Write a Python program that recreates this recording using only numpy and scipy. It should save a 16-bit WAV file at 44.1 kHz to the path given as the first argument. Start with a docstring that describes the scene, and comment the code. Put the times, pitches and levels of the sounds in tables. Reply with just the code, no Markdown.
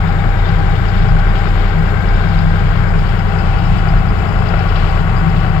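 """A wheel loader's six-cylinder diesel drones and clatters, heard in the cab as it pushes a snowblower
through deep snow. Each firing knocks and ticks, and the rattle nearly repeats every engine cycle.
Ahead, the blower's own diesel and geared rotor hum and sag under the snow. The frame rumbles, the cab
booms, the hydraulics hum and short metallic pings ring out. The microphone swings to the right once;
its right port is half covered, so that side is late, dull and quiet."""
import sys
import numpy as np
from scipy import signal
from scipy.fft import rfft, irfft, next_fast_len
from scipy.io import wavfile
from scipy.ndimage import uniform_filter1d

SR = 44100
rng = np.random.default_rng(int(sys.argv[2]) if len(sys.argv) > 2 else 0)


def int16_out(signal):
    """Quantize to a 16-bit WAV file."""
    q = np.round(np.clip(np.atleast_2d(signal).T, -1, 1) * 32767)
    wavfile.write(sys.argv[1], SR, q.astype(np.int16))


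N = 246959
T = np.arange(N) / SR
SIZE = next_fast_len(N + 8192)
HZ = np.fft.rfftfreq(SIZE, 1 / SR)

# The loader's engine speed and drone: t/s, cycle rate/Hz, firing tone level/dB
LOADER_RUN = [(0.0, 10.048, -26), (0.51, 10.048, -25.2), (1.2, 9.975, -25.3), (1.9, 9.96, -25.8),
              (2.15, 10.02, -26), (3.05, 10.02, -26.5), (4.58, 9.956, -23.8), (5.09, 9.917, -24.2),
              (5.6, 9.876, -32)]
# Level changes of the loader's sound: t/s, clatter gain/dB, tick gain/dB, whine band gain/dB
LEVELS = [(0, -.5, 2, .5), (1.8, 0, 3, 0), (2.2, -.5, 3, -1.5), (3, -0.5, 3.5, -2.5), (3.7, -1, 3.5, -1),
          (4.4, -0.5, 6, .5), (5.1, 0, 4, -2), (5.6, -2, -1, -1)]


def amp(db):
    """Decibels to gain."""
    return 10 ** (np.asarray(db) / 20)


def curves(rows):
    """One smoothed automation curve for each value column of a time table."""
    times, *columns = np.transpose(rows)
    return [uniform_filter1d(np.interp(T, times, column), size=3000) for column in columns]


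def per_bin(points, column=1):
    """One column of a frequency table at every FFT bin."""
    columns = np.transpose(points)
    return np.interp(np.log(HZ + 1), np.log(columns[0] + 1), columns[column])


def equalise(x, gain):
    """Filters with one gain per FFT bin."""
    return irfft(rfft(x, SIZE) * gain, SIZE)[..., :N]


def colour(noise, points):
    """Gives unit white noise the table's density, falling 60 dB an octave beyond its ends."""
    octaves_below = np.maximum(np.log2(points[0][0] / (HZ + 1)), 0)
    octaves_above = np.maximum(np.log2((HZ + 1) / points[-1][0]), 0)
    return equalise(noise, amp(per_bin(points) - 60 * (octaves_below + octaves_above)) * np.sqrt(SR / 2))


def padded(x):
    """Mirrors both ends so that filters run in and out smoothly."""
    return np.pad(x, 4096, "reflect")


def wander(hz):
    """Slow random drift of unit spread, in the decade below hz."""
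    rates, phases = np.geomspace(hz / 10, hz, num=12)[:, None], rng.random((12, 1))
    drift = (np.sin(2 * np.pi * (rates * T[::64] + phases)) / np.sqrt(rates)).sum(0)
    return np.interp(T, T[::64], drift / drift.std())


def tone(turns, db, waver_db):
    """A sine whose rms level wavers around db."""
    return np.sqrt(2) * amp(db + waver_db * wander(5)) * np.sin(2 * np.pi * (turns + rng.random()))


def heading(mid_s=3.05, span_s=0.33):
    """The microphone's swing: 0 facing ahead, 1 turned right."""
    return .5 + .5 * np.tanh((T - mid_s) / span_s)


def air_hiss():
    """A thin, fluttering bed of air and microphone hiss."""
    # Hiss spectrum: f/Hz, density/(dB per Hz)
    spectrum = [(6500, -88), (7150, -79), (8500, -90.5), (10300, -105.7), (12000, -99.4), (14000, -91.5),
                (15700, -93.5)]
    return colour(rng.standard_normal(N) * amp(.7 * wander(14)), spectrum)


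def cab_boom():
    """Frame and snow shake, and the cab's air and panels resonate."""
    # Cab resonances: f/Hz, width/Hz, level/dB
    modes = [(39.1, 3.6, -27.5), (119, 9, -25), (161.7, 5.6, -20), (43.8, 3.6, -32), (111.74, 1.6, -27),
             (139, 12, -30), (153.9, 4.6, -31), (421.4, 17, -43.5), (768, 26, -39)]
    # Frame and snow rumble: f/Hz, density/(dB per Hz)
    rumble = [(3, -59), (23, -50), (29, -37.5), (40, -32.5), (52, -51), (75, -56), (100, -44), (118, -38.5),
              (135, -41.5), (162, -38.5), (175, -42), (195, -47.5), (210, -43), (235, -57), (270, -59)]
    power = sum(2 * amp(db) ** 2 * SR / (np.pi * width) / (1 + (2 * (HZ - hz) / width) ** 2) ** 2
                for hz, width, db in modes)
    boom = equalise(rng.standard_normal(N), np.sqrt(power))
    return boom + colour(rng.standard_normal(N), rumble)


def hydraulic_pump():
    """The pump hums at a steady pitch."""
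    # Pump harmonics: f/Hz, level/dB
    harmonics = [(101.9, -46), (203.8, -32.5), (305.7, -42.5)]
    return sum(tone(hz * T, db, waver_db=3.0) for hz, db in harmonics)


def pings(attack_s=0.0029, t60_s=0.096):
    """Short, bright pings: loose metal, and one loud injector tick at 3.38 s."""
    # Strikes: t/s, level before the attack ramp/dB, f/Hz
    strikes = [(0.0712, -34, 3720), (0.1855, -27, 3660), (0.2608, -35, 3670), (0.39, -31, 3720),
               (0.4449, -23, 3590), (0.7033, -29, 3780), (1.4687, -31, 3660), (3.3842, -30, 4930),
               (3.6516, -31, 5100), (5.1634, -27, 4904)]
    out, t = np.zeros(N + 2000), np.arange(2000) / SR
    for start, db, hz in strikes:
        envelope = amp(db - 60 * t / t60_s) * (1 - np.exp(-t / attack_s))
        out[round(start * SR):][:2000] += envelope * np.sin(2 * np.pi * hz * t)
    return out[:N]


def snowblower(nominal_hz=91.5, rotor_beats_per_firing=.362):
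    """The blower's diesel and geared rotor hum; both weaken as the snow drags their speed down."""
    # Blower engine speed: t/s, firing rate/Hz
    speed = [(0, 91.9), (1.4, 91.9), (2.25, 92.6), (2.9, 91.6), (4, 91), (5.6, 89.7)]
    firing_hz, = curves(speed)
    firings, turned = np.cumsum(firing_hz) / SR, heading()
    engine_db = -16.5 + .5 * (firing_hz - nominal_hz)
    engine = tone(firings, engine_db, waver_db=0.47)
    engine += tone(2 * firings, engine_db - 12 + 2.6 * turned, waver_db=1.3)
    engine += tone(firings / 2, engine_db - 17, waver_db=3.2)
    beats = rotor_beats_per_firing * firings
    rotor_db = -15 + 1.06 * (firing_hz - nominal_hz)
    rotor = tone(beats, rotor_db, waver_db=1.86)
    rotor += tone(2 * beats, rotor_db - 19.5 + 4 * turned, waver_db=2.0)
    return engine + rotor


def through_panels(x):
    """The cab panels colour the clatter, cross-fading as the microphone turns."""
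    # Panel EQ bells: f/Hz, width/Hz, gain facing ahead/dB, gain turned right/dB
    bells = [(734, 190, -1.5, 3), (1140, 55, 1, 4.5), (1460, 83, 0, 4.5), (1537, 82, 3, -1),
             (2010, 140, 1, 2), (2210, 25, 5, -7), (2620, 86, 1.5, 8.5), (2950, 86, 0.5, 7),
             (3286, 103, 5.5, 5), (3660, 100, 6.5, 0.5), (4050, 130, 0, 1), (4450, 100, 2, 2.5),
             (6140, 200, -0.5, 1.5), (7300, 190, 0.5, 0), (8400, 500, -2.5, 1.5)]
    ahead_db = right_db = 0
    for hz, width, ahead, right in bells:
        bell = 1 / (1 + (2 * (HZ - hz) / width) ** 2)
        ahead_db += ahead * bell
        right_db += right * bell
    turned = heading()
    return (1 - turned) * equalise(x, amp(ahead_db)) + turned * equalise(x, amp(right_db))


def bursts(cycle, accents_db, offset_cycles, decay_firings, floor, spread_db):
    """Unit-power envelope: one dying burst per firing over a steady floor, no two alike."""
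    firing = 6 * (cycle - offset_cycles)
    index, age = np.floor(firing).astype(int), firing % 1
    strength = amp(accents_db[index % 6] + spread_db * rng.standard_normal(400)[index])
    envelope = strength * (1 - np.exp(-age / 0.07)) * np.exp(-age / decay_firings) + floor
    return envelope / np.sqrt(np.mean(envelope ** 2))


def injector_ticks(cycle, accents_db, ring_hz=4950, half_width_hz=230):
    """An engine cover rings under the ticking injectors."""
    ticks = rng.standard_normal(N)
    ticks *= bursts(cycle, accents_db, offset_cycles=.96, decay_firings=.7, floor=.11, spread_db=2.5)
    ticks *= amp(1.1 * wander(7))
    cover = amp(-46.5) / np.sqrt(np.pi * 500 / SR) / (1 + ((HZ - ring_hz) / half_width_hz) ** 2)
    return equalise(ticks, cover)


def valve_hiss(cycle, rattle, accents_db, rattle_share=.26):
    """The valve gear hisses, pulsing lightly with the firings."""
    # Valve gear spectrum: f/Hz, density/(dB per Hz)
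    spectrum = [(2200, -71), (2450, -69.5), (2900, -64.5), (3400, -69.5), (4400, -72.5), (5000, -76),
                (5700, -84.5), (6300, -88)]
    hiss = np.sqrt(rattle_share) * rattle + np.sqrt(1 - rattle_share) * rng.standard_normal(N)
    hiss *= amp(1.4 * wander(8) + 0.23 * wander(2.8))
    hiss *= bursts(cycle, accents_db, offset_cycles=.15, decay_firings=1, floor=3.6, spread_db=5.5)
    return colour(hiss, spectrum)


def diesel_knock(cycle, rattle, accents_db, rattle_share=.52):
    """Each firing knocks out a burst of rattle over a wavering roar."""
    # Midrange clatter spectrum: f/Hz, density/(dB per Hz)
    spectrum = [(240, -63), (300, -55.5), (420, -49), (480, -53.5), (550, -56), (650, -52.5), (790, -48.5),
                (880, -55), (1120, -54), (1250, -53.5), (1300, -52), (1650, -55), (1720, -57),
                (2300, -59.5)]
    knocks = bursts(cycle, accents_db, offset_cycles=.97, decay_firings=.32, floor=.51, spread_db=3.5)
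    roar = rng.standard_normal(N) * amp(0.93 * wander(12))
    return colour(np.sqrt(rattle_share) * rattle * knocks + np.sqrt(1 - rattle_share) * roar, spectrum)


def loader_clatter(cycle, memory=0.857):
    """Knock, valves, ticks and air. Each cycle's rattle echoes the last, combing it at the cycle rate."""
    # Cylinder accents in firing order: knock/dB, tick/dB
    cylinders = [(-9.5, 6.5), (0, 0), (-3, -3.5), (4, -1.5), (-0.5, -3), (2, -0.5)]
    knock_db, tick_db = np.transpose(cylinders)
    clatter_gain_db, tick_gain_db, _ = curves(LEVELS)
    steps = 4410  # noise samples per engine cycle
    noise = rng.standard_normal((80, steps))
    cycles = signal.lfilter([np.sqrt(1 - memory ** 2)], [1, -memory], noise, axis=0)
    rattle = cycles[20:].ravel()[(cycle * steps).astype(int)]  # settled after 20 cycles
    clatter = diesel_knock(cycle, rattle, knock_db) + valve_hiss(cycle, rattle, knock_db)
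    ticks = injector_ticks(cycle, tick_db)
    return amp(clatter_gain_db) * through_panels(clatter + air_hiss()) + amp(tick_gain_db) * ticks


def loader_drone(cycle, firing_db):
    """Six firings a cycle make the drone; the engine orders shift balance as the microphone turns."""
    # Engine orders: f/cycle rate
    orders = [4, 7, 8, 10, 12, 19, 28, 34, 38, 43, 49, 53, 61, 66, 78, 80, 81, 87, 93, 98, 105, 106, 113,
              114, 129, 131, 141, 146, 148, 156, 164, 175, 194]
    # One row per order: level facing ahead/dB, level turned right/dB
    order_levels = [(-28, -25), (-46, -40.5), (-39, -36.5), (-41, -30), (-31.5, -28.5), (-36, -38),
                    (-46.5, -47.5), (-45, -42.5), (-44.5, -53.5), (-45.5, -43.5), (-42, -47),
                    (-47.5, -41.5), (-42.5, -55.5), (-40, -38.5), (-33, -32), (-34.5, -39.5), (-35, -43),
                    (-47, -42), (-46.5, -41), (-50, -43.5), (-55.5, -49), (-47, -44.5), (-46.5, -41),
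                    (-42, -38), (-38, -39), (-44, -40), (-37.5, -40), (-42.5, -50.5), (-41.5, -41),
                    (-34.5, -42), (-40.5, -44), (-48, -60), (-40.5, -43)]
    turned = heading()
    drone = tone(6 * cycle, firing_db, waver_db=-2.1)
    for order, (ahead, right) in zip(orders, order_levels):
        drone += tone(order * cycle, ahead + (right - ahead) * turned, waver_db=1.56)
    return drone


def ride_whine(mix, centre_hz=760, width_hz=190):
    """The band of the strongest whine swells and eases."""
    _, _, gain_db = curves(LEVELS)
    band = equalise(mix, 1 / (1 + (2 * (HZ - centre_hz) / width_hz) ** 4))
    return mix + (amp(gain_db) - 1) * band


def covered_port(tones, left_noise, other_noise):
    """The half-covered right port hears the cab late and muffled, its noise partly by other paths."""
    # Right port against left: f/Hz, gain/dB, noise coherence/(0-1)
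    response = [(30, -1.3, 0.83), (60.7, -0.5, 1), (120, -6.5, 1), (180.7, -6, 0.74), (200, -14, 0.26),
                (300, -3, .86), (430, -13.5, 0.8), (800, -12, 0.4), (1200, -13, 0.5), (1800, -17.5, 0),
                (4000, -20.5, 0.2), (5000, -15, 0.3), (6000, -7, 0.5), (7200, -20, .2), (10200, 5.5, 0.3),
                (14000, 1, .2)]
    # Right port behind left: f/Hz, phase lag/rad
    lag = [(0, 0), (30, .33), (60, .5), (170, .8), (800, .8), (1800, 2.)]
    coherence = np.clip(per_bin(response, column=2), 0, 1)
    paths = (1, tones), (coherence, left_noise), (np.sqrt(1 - coherence ** 2), other_noise)
    spectrum = sum(weight * rfft(padded(x), SIZE) for weight, x in paths)
    spectrum *= amp(per_bin(response)) * np.exp(-1j * per_bin(lag))
    return irfft(spectrum, SIZE)[4096:][:N]


def scene():
    """The cab mix: open on the left, through the covered port on the right."""
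    cycle_hz, firing_db = curves(LOADER_RUN)
    cycle = .082 + np.cumsum(cycle_hz) / SR  # running count of the loader's engine cycles
    tones = loader_drone(cycle, firing_db) + snowblower() + hydraulic_pump() + pings()
    left_noise = loader_clatter(cycle) + cab_boom()
    other_noise = loader_clatter(cycle) + cab_boom()
    return ride_whine(np.array([tones + left_noise, covered_port(tones, left_noise, other_noise)]))


def record(dry, knee=.65, headroom=.35, cutoff_hz=15770, fade_s=.004):
    """Soft-clips the loudest peaks, cuts the top end and fades in."""
    over = np.maximum(abs(dry) - knee, 0)
    clipped = dry - np.sign(dry) * (over - headroom * np.tanh(over / headroom))
    lowpass = signal.firwin(2047, cutoff_hz, window=("kaiser", 9), fs=SR)
    fade_in = np.sin(np.pi / 2 * np.minimum(T / fade_s, 1)) ** 2
    return fade_in * np.array([signal.oaconvolve(padded(x), lowpass, "same")[4096:][:N] for x in clipped])


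dry = scene()
out = record(dry)
int16_out(out)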